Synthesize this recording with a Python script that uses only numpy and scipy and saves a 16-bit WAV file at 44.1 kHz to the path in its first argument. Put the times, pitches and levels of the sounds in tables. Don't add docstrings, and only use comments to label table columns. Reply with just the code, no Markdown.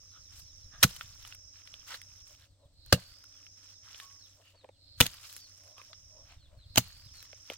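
import sys
import numpy as np
from scipy import signal
from scipy.fft import rfft, irfft, next_fast_len
from scipy.io import wavfile
from scipy.ndimage import uniform_filter1d

SR = 44100
rng = np.random.default_rng(int(sys.argv[2]) if len(sys.argv) > 2 else 0)


def generate_wav(sig):
    pcm = np.round(np.clip(np.atleast_2d(sig).T, -1, 1) * 32767).astype(np.int16)
    wavfile.write(sys.argv[1], SR, pcm)


N = 333837
TIME = np.arange(N) / SR

# frequency in Hz, relative level in dB.
CRUMB_TONE = [(250, -24), (550, -14), (800, -10.5), (1250, -2.5), (2200, -4.5), (3200, -1), (4500, -5.5),
              (7000, -12.5), (12000, -30), (16000, -38)]
# time in seconds, relative dB of crumbs, relative dB of dust.
THROWN_SOIL = [(.835, -52.5, -52), (2.93, -58, -60), (5.01, -53, -54), (6.78, -57, -57.5)]


def chops():
    # peak time in seconds, level in dB, rise and decay in seconds,
    # treble tilt in dB per octave, pebble pitch in Hz, pebble level in dB relative to the grit.
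    bites = [(0.8293, -9.5, .0004, 0.0014, -0.8, 3900, -9), (0.8358, -10, 0.0036, 0.001, -0.2, 2800, -11),
             (0.8395, -11.5, 0.0007, 0.0044, -0.76, 1350, -10),
             (.850, -33, 0.0031, 0.011, 1.5, 4000, -14.5), (2.928, -8, 0.0015, 0.0031, -0.85, 1286, -10),
             (2.9365, -24.5, .003, 0.01, 0.6, 530, -6), (5.0037, -7, 0.00017, 0.0016, 2.45, 1400, -12),
             (5.0090, -8, 0.0013, 0.0034, 0, 930, -17), (5.014, -13, 0.00032, 0.00099, 2.5, 3000, 4),
             (5.025, -28, 0.0062, 0.017, 0.7, 6500, -10.5),
             (5.0597, -36, 0.0035, 0.0048, -1.5, 1300, -12.5),
             (5.066, -23.5, 0.00088, 0.0024, 1.5, 4200, -4.5),
             (6.7586, -23, 0.00026, 0.00254, -2, 3000, -18),
             (6.7780, -12.5, 0.0029, 0.0047, -1.9, 1500, -16.5),
             (6.7820, -12, 0.00095, 0.0025, 3.5, 720, -10.5), (6.792, -32, 0.0033, 0.011, 1.5, 6500, -9)]
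    # frequency in Hz, relative level in dB.
    first_patch = [(180, -41), (300, -9.5), (1080, -11), (1340, -7.5), (1750, -11.5), (1930, -6.5),
                   (2790, -6), (3640, -5), (4020, -1), (4590, -9.5), (5430, -4.5), (9710, -11),
                   (12700, -7.5), (16000, -17.5)]
    second_patch = [(180, -35), (300, -1.5), (398, -18.5), (555, -4.5), (946, -15.5), (1170, -9),
                    (1720, -6.5), (2250, -14.5), (2740, -3.5), (4020, -9.5), (4750, -6), (5160, -13),
                    (6620, -12.5), (16000, -21)]
    third_patch = [(180, -19.5), (300, -0.5), (379, -18.5), (930, -11), (1170, -22), (1360, -6.5),
                   (2070, -9.5), (3030, -4.5), (4230, -8), (4590, -8.5), (9240, -12.5), (9880, -15),
                   (12900, -13), (16000, -16)]
    fourth_patch = [(180, -35), (300, 0), (405, -18.5), (713, -9), (1250, -6.5), (1480, -11.5), (1870, -5),
                    (3030, -3), (3760, -2.5), (4230, -5), (5160, -6.5), (6520, -0.5), (8360, -9),
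                    (16000, -11)]
    patches = first_patch, second_patch, third_patch, fourth_patch
    bites = np.array(bites)
    gaps_s = np.diff(bites[:, 0])
    blows = np.split(bites, np.flatnonzero(gaps_s > 1) + 1)
    return sum(crunch(blow, patch, spread_db=1.5, ring_db=3) for blow, patch in zip(blows, patches))


def crunch(contacts, soil_tone, spread_db, ring_db, size=12000):
    # frequency in Hz, width in Hz, boost or cut in dB.
    blade_peaks = [(383, 60, -11.5), (513, 70, 2.5), (720, 90, 5.5), (1310, 40, 3.5), (2800, 200, 0.5),
                   (4304, 350, 2.5), (6525, 130, 1.5)]
    out, hz = np.zeros((2, N)), frequencies(size)
    soil_db = at_hz(soil_tone, hz) + sum(db * resonance(hz, f, width) for f, width, db in blade_peaks)
    for peak_s, db, rise_s, decay_s, tilt_db, pebble_hz, pebble_db in contacts:
        lead_s = min(4 * rise_s, .12)
        t = np.arange(size) / SR - lead_s
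        envelope = np.exp(np.where(t < 0, -(t / rise_s) ** 2 / 2, -t / decay_s))
        tone = from_db(soil_db + tilt_db * np.log2(hz))
        grains = stereo(grit(size, spread_db), tone * chance_resonances(size, ring_db))
        pebble = stereo(grit(size, spread_db), resonance(hz, pebble_hz, pebble_hz * .13))
        add(out, peak_s - lead_s, from_db(db) * envelope * (grains + from_db(pebble_db) * pebble))
    return out


def grit(size, spread_db):
    return rng.standard_normal((2, size)) * from_db(spread_db * np.clip(rng.standard_normal(size), -3, 3))


def chance_resonances(size, depth_db, spacing_hz=170):
    steps = frequencies(size) / spacing_hz
    return from_db(depth_db * np.interp(steps, np.arange(400), rng.standard_normal(400)))


def thuds(contact_s=.001, shudder_db=-17, low_cut_hz=48, size=12000):
    # start in seconds, level in dB, pitch in Hz,
    # seconds to fade by 60 dB, handle level in dB.
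    blows = [(.8365, -20, 85, .06, -26.5), (0.8471, -11.5, 138, .036, -39), (2.9282, -10, 92, 0.057, -18),
             (2.9371, -13, 125.9, .03, -36.5), (5.0064, -11, 98.2, 0.033, -19.5),
             (5.0145, -17.5, 170.2, .04, -33.5), (6.7760, -21, 114.4, 0.096, -29),
             (6.7767, -22.5, 235, 0.054, -42)]
    # pitch in Hz, relative level in dB, seconds to fade by 60 dB.
    handle_notes = [(120, -8.5, .13), (181, -2.5, 0.12), (240, -3, 0.069), (479, -8, 0.075)]
    out, t = np.zeros((2, N)), np.arange(size) / SR
    for start, db, hz, fade_s, handle_db in blows:
        shudder_tone = resonance(frequencies(size), hz, hz * 2.4)
        shudder = unit_level(irfft(rfft(rng.standard_normal((2, size))) * shudder_tone, size))
        ground = from_db(db - 60 * t / fade_s) * (np.sin(2 * np.pi * hz * t) + from_db(shudder_db) * shudder)
        handle = sum(from_db(handle_db + note_db - 60 * t / ring_s) * np.sin(2 * np.pi * note_hz * t)
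                     for note_hz, note_db, ring_s in handle_notes)
        add(out, start, (ground + handle) * (1 - np.exp(-t / contact_s)))
    return signal.sosfilt(signal.butter(3, low_cut_hz, "high", fs=SR, output="sos"), out + 1e-18)


def scrapes():
    # peak time in seconds, level in dB, rise and decay in seconds,
    # treble tilt in dB per octave, pebble pitch in Hz, pebble level in dB relative to the grit.
    scuffs = [(.17, -63.5, 0.026, .02, 0.71, 1340, 1), (.745, -57, 0.016, 0.069, -4.94, 1700, -2),
              (1.925, -44.5, .022, 0.022, -0.67, 1920, -7.5), (1.949, -47.5, .008, 0.0069, -.8, 4200, 3.5),
              (4.48, -66, 0.027, 0.029, .5, 2822, 3.5), (5.254, -49.5, .015, 0.0091, 1.6, 2520, -13),
              (5.80, -61, 0.018, 0.015, -0.86, 1125, 4.5), (6.32, -60, .03, .025, -3.4, 2420, -8.5)]
    return crunch(scuffs, CRUMB_TONE, spread_db=5, ring_db=4)


def ticks(attack_s=.0002, decay_s=.0015, crumble_db=-23, crumble_s=.011, overtone=2.13, size=4096):
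    # start in seconds, ring pitch in Hz,
    # then the thump, ring and crack levels in dB, before the boosts below.
    snaps = [(.396, 1400, -80, -79, -56.5), (.909, 1360, -60, -53.5, -64), (.964, 1500, -79, -50, -48),
             (1.01, 1280, -64, -38.5, -67), (1.25, 1360, -82, -48, -65), (1.275, 1400, -79, -61, -54),
             (1.324, 1360, -86, -50.5, -71), (1.348, 1400, -86, -56, -53), (1.674, 1600, -65, -51.5, -62),
             (1.74, 1600, -60, -47.5, -63), (1.944, 1800, -68, -47, -68), (2.016, 1900, -76, -54, -51),
             (2.862, 1500, -68, -65, -56), (3.24, 1400, -78, -61, -60.5), (3.466, 1360, -79.5, -58.5, -73),
             (3.946, 1400, -62, -49.5, -66), (4, 1600, -72, -45.5, -54), (4.644, 1100, -48, -62, -79),
             (4.69, 1100, -47, -61.5, -78), (5.141, 1400, -82, -59, -55), (5.327, 1400, -76.5, -64, -50),
             (5.365, 1900, -74, -53, -45), (5.781, 1300, -62, -57.5, -61), (5.816, 1250, -62, -55, -69),
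             (5.931, 1650, -73.5, -48, -75), (6.323, 1250, -65.5, -60, -71), (7.227, 1500, -68, -56, -53),
             (7.33, 1200, -64, -55, -71), (7.5, 1300, -48, -42.5, -51), (7.534, 1400, -60, -58, -55)]
    boosts_db = np.array([4, 12.5, 11])
    out, hz, t = np.zeros((2, N)), frequencies(size), np.arange(size) / SR
    fade = np.exp(-t / decay_s) + from_db(crumble_db) * np.exp(-t / crumble_s)
    envelope = fade * (1 - np.exp(-t / attack_s))
    thump = resonance(hz, 510, 200)
    crack = resonance(hz, 8600, 9800) * hz / (hz + 3000)
    bass_cut = hz ** 2 / (hz ** 2 + 800 ** 2)
    for start, pitch, *levels_db in snaps:
        ring = (resonance(hz, pitch, 350) + resonance(hz, pitch * overtone, 950)) * bass_cut
        own_tone = chance_resonances(size, depth_db=5)
        snap = sum(from_db(db) * stereo(grit(size, spread_db=2.4), tone * own_tone)
                   for db, tone in zip(boosts_db + levels_db, (thump, ring, crack)))
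        add(out, start, envelope * snap)
    return out


def taps(width_hz=90, overtone=1.7, overtone_db=-13, size=12000):
    # peak time in seconds, level in dB, pitch in Hz, rise and fall in seconds.
    knocks = [(2.317, -67, 576, 0.0081), (2.638, -66.5, 570, 0.024), (2.979, -52.5, 560, .005),
              (4.403, -65.5, 620, 0.011), (4.553, -63, 564, 0.0049), (4.648, -49.5, 542, 0.0042),
              (4.695, -50.5, 570, 0.0025), (5.691, -66.5, 622, 0.04), (5.913, -63.5, 617, 0.0094),
              (6.181, -64, 598, 0.028), (6.537, -66.5, 601, .025), (7.334, -50.5, 643, 0.0011),
              (7.5043, -34.5, 520, 0.0007), (7.5193, -41.5, 530, 0.00087)]
    out, hz = np.zeros((2, N)), frequencies(size)
    t = (np.arange(size) - size // 2) / SR
    for peak_s, db, pitch, touch_s in knocks:
        upper_note = from_db(overtone_db) * resonance(hz, pitch * overtone, width_hz * 2)
        hollow = stereo(rng.standard_normal((2, size)), resonance(hz, pitch, width_hz) + upper_note)
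        touch = 1 / np.cosh(np.clip(t / touch_s * .86, -20, 20))
        add(out, peak_s + t[0], from_db(db) * unit_level(hollow * touch) * np.sqrt(np.mean(touch ** 2)))
    return out


def blade_ring(start_s=4.012, hz=1110, level_db=-53, fade_s=.39, attack_s=.0067):
    t = np.maximum(TIME - start_s, 0)
    return from_db(level_db - 60 * t / fade_s) * np.sin(2 * np.pi * hz * t) * (1 - np.exp(-t / attack_s))


def loose_soil(dust_boost_db=3.5, clump_db=2.03):
    # frequency in Hz, relative level in dB.
    dust_tone = [(2000, -19.5), (4500, 1.5), (7500, 3.5), (10000, -1.5), (15500, -2.5)]
    crumb_motion, dust_motion = soil_motion()
    grains = unit_level(grit(N, spread_db=3.5) * from_db(clump_db * slow_noise(60)[0].real))
    grains += .7 * crackles(per_second=380)
    crumbs = stereo(grains, from_db(at_hz(CRUMB_TONE, frequencies(N))))
    dust = stereo(grains, from_db(at_hz(dust_tone, frequencies(N))))
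    return crumb_motion * crumbs + dust_motion * from_db(dust_boost_db) * dust


def soil_motion(throw_s=.017, crumb_settle_db_per_s=44, dust_settle_db_per_s=56):
    # start in seconds, length in seconds, relative dB of crumbs, relative dB of dust.
    drags = [(0, .79, -76, -79), (.32, .04, -64, -74), (.375, .03, -70, -61), (1.22, .1, -61.5, -66),
             (1.56, .05, -65, -75), (1.67, .19, -67, -76), (1.895, .05, -53, -55), (2, .2, -70, -75),
             (2.28, .06, -67, -68), (2.4, .04, -65, -74), (2.89, .03, -66, -78), (3.33, .12, -70, -78),
             (3.59, .13, -67, -75), (3.86, .11, -59, -72), (3.99, .04, -59, -62), (4.06, .06, -66, -72),
             (4.16, .35, -74, -76), (4.56, .1, -74, -96), (5.24, .14, -65, -58.5), (5.44, .27, -71, -72),
             (5.785, .11, -67, -73), (5.95, .3, -77.5, -83), (6.28, .06, -66, -78), (6.38, .32, -76, -99),
             (7.16, .08, -64, -66), (7.27, .06, -67, -80), (7.37, .11, -68.5, -73), (7.505, .02, -52, -68)]
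    crumb_power, dust_power = np.zeros((2, N))
    for start, crumb_db, dust_db in THROWN_SOIL:
        thrown = held(start, np.inf, throw_s, throw_s)
        age = np.maximum(TIME - start, 0)
        crumb_power += (thrown * from_db(crumb_db - crumb_settle_db_per_s * age)) ** 2
        dust_power += (thrown * from_db(dust_db - dust_settle_db_per_s * age)) ** 2
    for start, length, crumb_db, dust_db in drags:
        stroke = held(start, start + length, attack_s=.018, release_s=.02)
        crumb_power += (stroke * from_db(crumb_db)) ** 2
        dust_power += (stroke * from_db(dust_db)) ** 2
    return np.sqrt(crumb_power), np.sqrt(dust_power)


def crackles(per_second, base_cycles=14, pitch_count=24):
    out = np.zeros((2, N))
    for hz in np.geomspace(1000, 15000, pitch_count):
        breaks = rng.integers(0, N, int(per_second * N / SR / pitch_count))
        clicks = np.zeros((2, N))
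        clicks[:, breaks] = rng.standard_normal((2, len(breaks)))
        ring_cycles = base_cycles + hz / 1000
        decay, angle = from_db(-60 * hz / (ring_cycles * SR)), 2 * np.pi * hz / SR
        ringing = signal.lfilter([np.sin(angle)], [1, -2 * decay * np.cos(angle), decay ** 2], clicks + 1e-18)
        out += unit_level(ringing) * np.sqrt(hz)
    return unit_level(out)


def cicadas(opening_hz=4190, full_hz=5440, click_hz=350, buzz_depth=.56, focus_db_per_hz=.008):
    # multiple of the pitch, width in Hz, relative level in dB.
    body_bands = [(.96, 230, -8.5), (1, 140, -3.5), (1.005, 60, -6), (1.115, 430, -4.5)]
    # frequency in Hz, relative level in dB.
    rasp_tone = [(600, -14), (1300, 5.5), (2800, 6.5), (8000, 3.5), (10000, -1), (16000, -1)]
    strength, climb = cicada_swells()
    phase = 2 * np.pi * np.cumsum(opening_hz + (full_hz - opening_hz) * climb) / SR
    song = np.zeros((2, N))
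    for multiple, width_hz, db in body_bands:
        gain = from_db(db - focus_db_per_hz * width_hz * (1 - climb))
        song += gain * (slow_noise(width_hz) * np.exp(1j * multiple * phase)).real
    song = song - .26 * song[::-1]
    click_rate = click_hz * (1 + .01 * slow_noise(3)[0].real)
    clicks = 1 + buzz_depth * np.cos(2 * np.pi * np.cumsum(click_rate) / SR)
    rasp = from_db(-19) * shaped_noise(rasp_tone)
    lean_right = from_db([[-2.25], [2.25]])
    return strength * (unit_level(song * clicks) * lean_right + rasp)


def cicada_swells(climb_middle_s=.24, climb_s=.13, dip_db=1.2):
    # start in seconds, end in seconds, level in dB.
    swells = [(-1, 2.22, -56.6), (2.9, 4.19, -57), (4.9, 6.16, -58.4), (6.78, 8, -56.8)]
    strength, climb = np.zeros((2, N))
    for start, end, db in swells:
        swell = from_db(db) * held(start, end, attack_s=.08, release_s=.115)
        rise = (1 + np.tanh((TIME - start - climb_middle_s) / climb_s)) / 2
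        climb = np.where(swell > strength, rise, climb)
        strength = np.maximum(strength, swell)
    return strength * from_db(-dip_db * np.sin(np.pi * climb)), climb


def birds(length_s=.085, waver_hz=65, far_db=-76, far_fall_hz=1350, far_count=56):
    # start in seconds, starting pitch in Hz, fall in Hz, level in dB.
    chirps = [(.09, 4320, 1050, -68), (.2, 4450, 1200, -69), (.45, 4270, 1000, -68), (.59, 4330, 900, -71),
              (2.47, 4690, 1400, -76), (3.32, 3560, 750, -69), (3.7, 4420, 1150, -67),
              (4.19, 4390, 1200, -60.5), (4.55, 4600, 1200, -65), (5.388, 4720, 720, -54.5),
              (6.39, 4420, 1300, -64.5), (6.57, 4350, 1200, -62.5), (6.63, 4370, 950, -67),
              (7.02, 4340, 1300, -63), (7.135, 4410, 480, -53.5)]
    flock = [(when * N / SR, 3800 + 750 * height, far_fall_hz, far_db)
             for when, height in rng.random((far_count, 2))]
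    out, progress = np.zeros((2, N)), np.linspace(0, 1, int(length_s * SR))
    envelope = np.sqrt(np.abs(np.sin(np.pi * progress)))
    for start, start_hz, fall_hz, db in list(chirps) + flock:
        waver = waver_hz * unit_level(uniform_filter1d(rng.standard_normal(len(progress)), size=150))
        phase = 2 * np.pi * np.cumsum(start_hz - fall_hz * progress ** 1.9 + waver) / SR
        add(out, start, from_db(db) * envelope * np.sin([phase, phase + rng.uniform(-2, 2)]))
    return out + garden_echo(out, level_db=-9, fade_s=.3)


def garden_echo(sound, level_db, fade_s, size=22050):
    tail = rng.standard_normal((2, size)) * from_db(-60 * np.arange(size) / SR / fade_s)
    tail = signal.sosfilt(signal.butter(1, [700, 7000], "band", fs=SR, output="sos"), tail)
    return from_db(level_db) * signal.fftconvolve(sound, unit_level(tail) / np.sqrt(size), axes=1)[:, :N]


def breeze(gust_db=4.5, swing_db=-58, swing_s=.1):
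    # time in seconds, level in dB.
    breeze_levels = [(0, -63), (1.1, -56), (1.7, -68), (2.6, -67), (3.3, -72), (5.85, -75), (6.02, -60),
                     (7.15, -59), (7.57, -71)]
    # frequency in Hz, relative level in dB.
    wind_tone = [(18, -7), (45, -1.5), (80, 0), (130, -11), (220, -30), (500, -49.5)]
    times, levels_db = np.transpose(breeze_levels)
    puffs = sum(held(chop_s, chop_s, swing_s, swing_s) for chop_s, *_ in THROWN_SOIL)
    flow = from_db(np.interp(TIME, times, levels_db)) + from_db(swing_db) * puffs
    gusts = unit_level(from_db(gust_db * slow_noise(33)[0].real))
    return flow * gusts * shaped_noise(wind_tone)


def open_air(level_db=-73):
    # frequency in Hz, relative level in dB.
    air_tone = [(20, 2.5), (150, 1.5), (210, -5.5), (290, 6.5), (400, -14), (550, 3), (800, -10),
                (1400, -14), (2400, -16), (3800, -6), (5500, -9), (6800, -13.5), (8300, -3), (9200, -24.5),
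                (16000, -24)]
    return from_db(level_db) * shaped_noise(air_tone)


def far_hum(hz=95, level_db=-69):
    waver = 1 + .35 * slow_noise(14)[0]
    return from_db(level_db) * unit_level((waver * np.exp(2j * np.pi * hz * TIME)).real)


def stereo(streams, tone, right_delay_s=.00006):
    # frequency in Hz, likeness from 0 to 1.
    likeness = [(100, 0.85), (700, 0.75), (2000, 0.55), (5000, 0), (10000, 0.3)]
    size = streams.shape[1]
    padded = next_fast_len(size, True)
    hz = frequencies(padded)
    middle, side = rfft(streams, padded) * np.interp(hz, frequencies(size), tone)
    alike = np.clip(at_hz(likeness, hz), 0, 1)
    middle, side = middle * np.sqrt(1 + alike), side * np.sqrt(1 - alike)
    left = middle + side
    right = (middle - side) * np.exp(-2j * np.pi * hz * right_delay_s)
    return unit_level(irfft([left, right], padded)[:, :size])


def shaped_noise(tone_table):
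    return stereo(rng.standard_normal((2, N)), from_db(at_hz(tone_table, frequencies(N))))


def slow_noise(width_hz, step=8):
    lowpass = signal.butter(4, width_hz * step, fs=SR, output="sos")
    slow = signal.sosfilt(lowpass, rng.standard_normal((4, N // step + 2)))
    slow = unit_level(slow[:2]) + 1j * unit_level(slow[2:])
    return np.array([np.interp(np.arange(N) / step, np.arange(len(side)), side) for side in slow])


def held(start, end, attack_s, release_s):
    outside = np.maximum(start - TIME, 0) / attack_s + np.maximum(TIME - end, 0) / release_s
    return np.exp(-np.minimum(outside, 10) ** 2 / 2)


def resonance(hz, centre_hz, width_hz):
    return 1 / (1 + ((hz - centre_hz) / width_hz) ** 2 * 2)


def at_hz(table, hz):
    table_hz, values = np.transpose(table)
    return np.interp(np.log(hz), np.log(table_hz), values)


def frequencies(size):
    return np.maximum(np.arange(size // 2 + 1) * SR / size, 1)


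def from_db(db):
    return 10 ** (np.asarray(db) / 20)


def unit_level(sound):
    return sound / np.sqrt(np.mean(sound ** 2) + 1e-20)


def add(out, start_s, sound):
    start = max(round(start_s * SR), 0)
    out[..., start:start + sound.shape[-1]] += sound[..., :N - start]


def scene():
    hoe = (chops() + scrapes() + ticks()) * from_db([[-.6], [.6]])
    echo = garden_echo(hoe, level_db=-36.5, fade_s=.56)
    digging = hoe + echo + thuds() + taps() + blade_ring() + loose_soil()
    return digging + cicadas() + birds() + breeze() + open_air() + far_hum()


def record(dry, ceiling=1.2, cutoff_hz=16000):
    rounded = ceiling * np.tanh(dry / ceiling)
    return signal.sosfilt(signal.ellip(10, .1, 80, cutoff_hz, fs=SR, output="sos"), rounded)


dry = scene()
out = record(dry)
generate_wav(out)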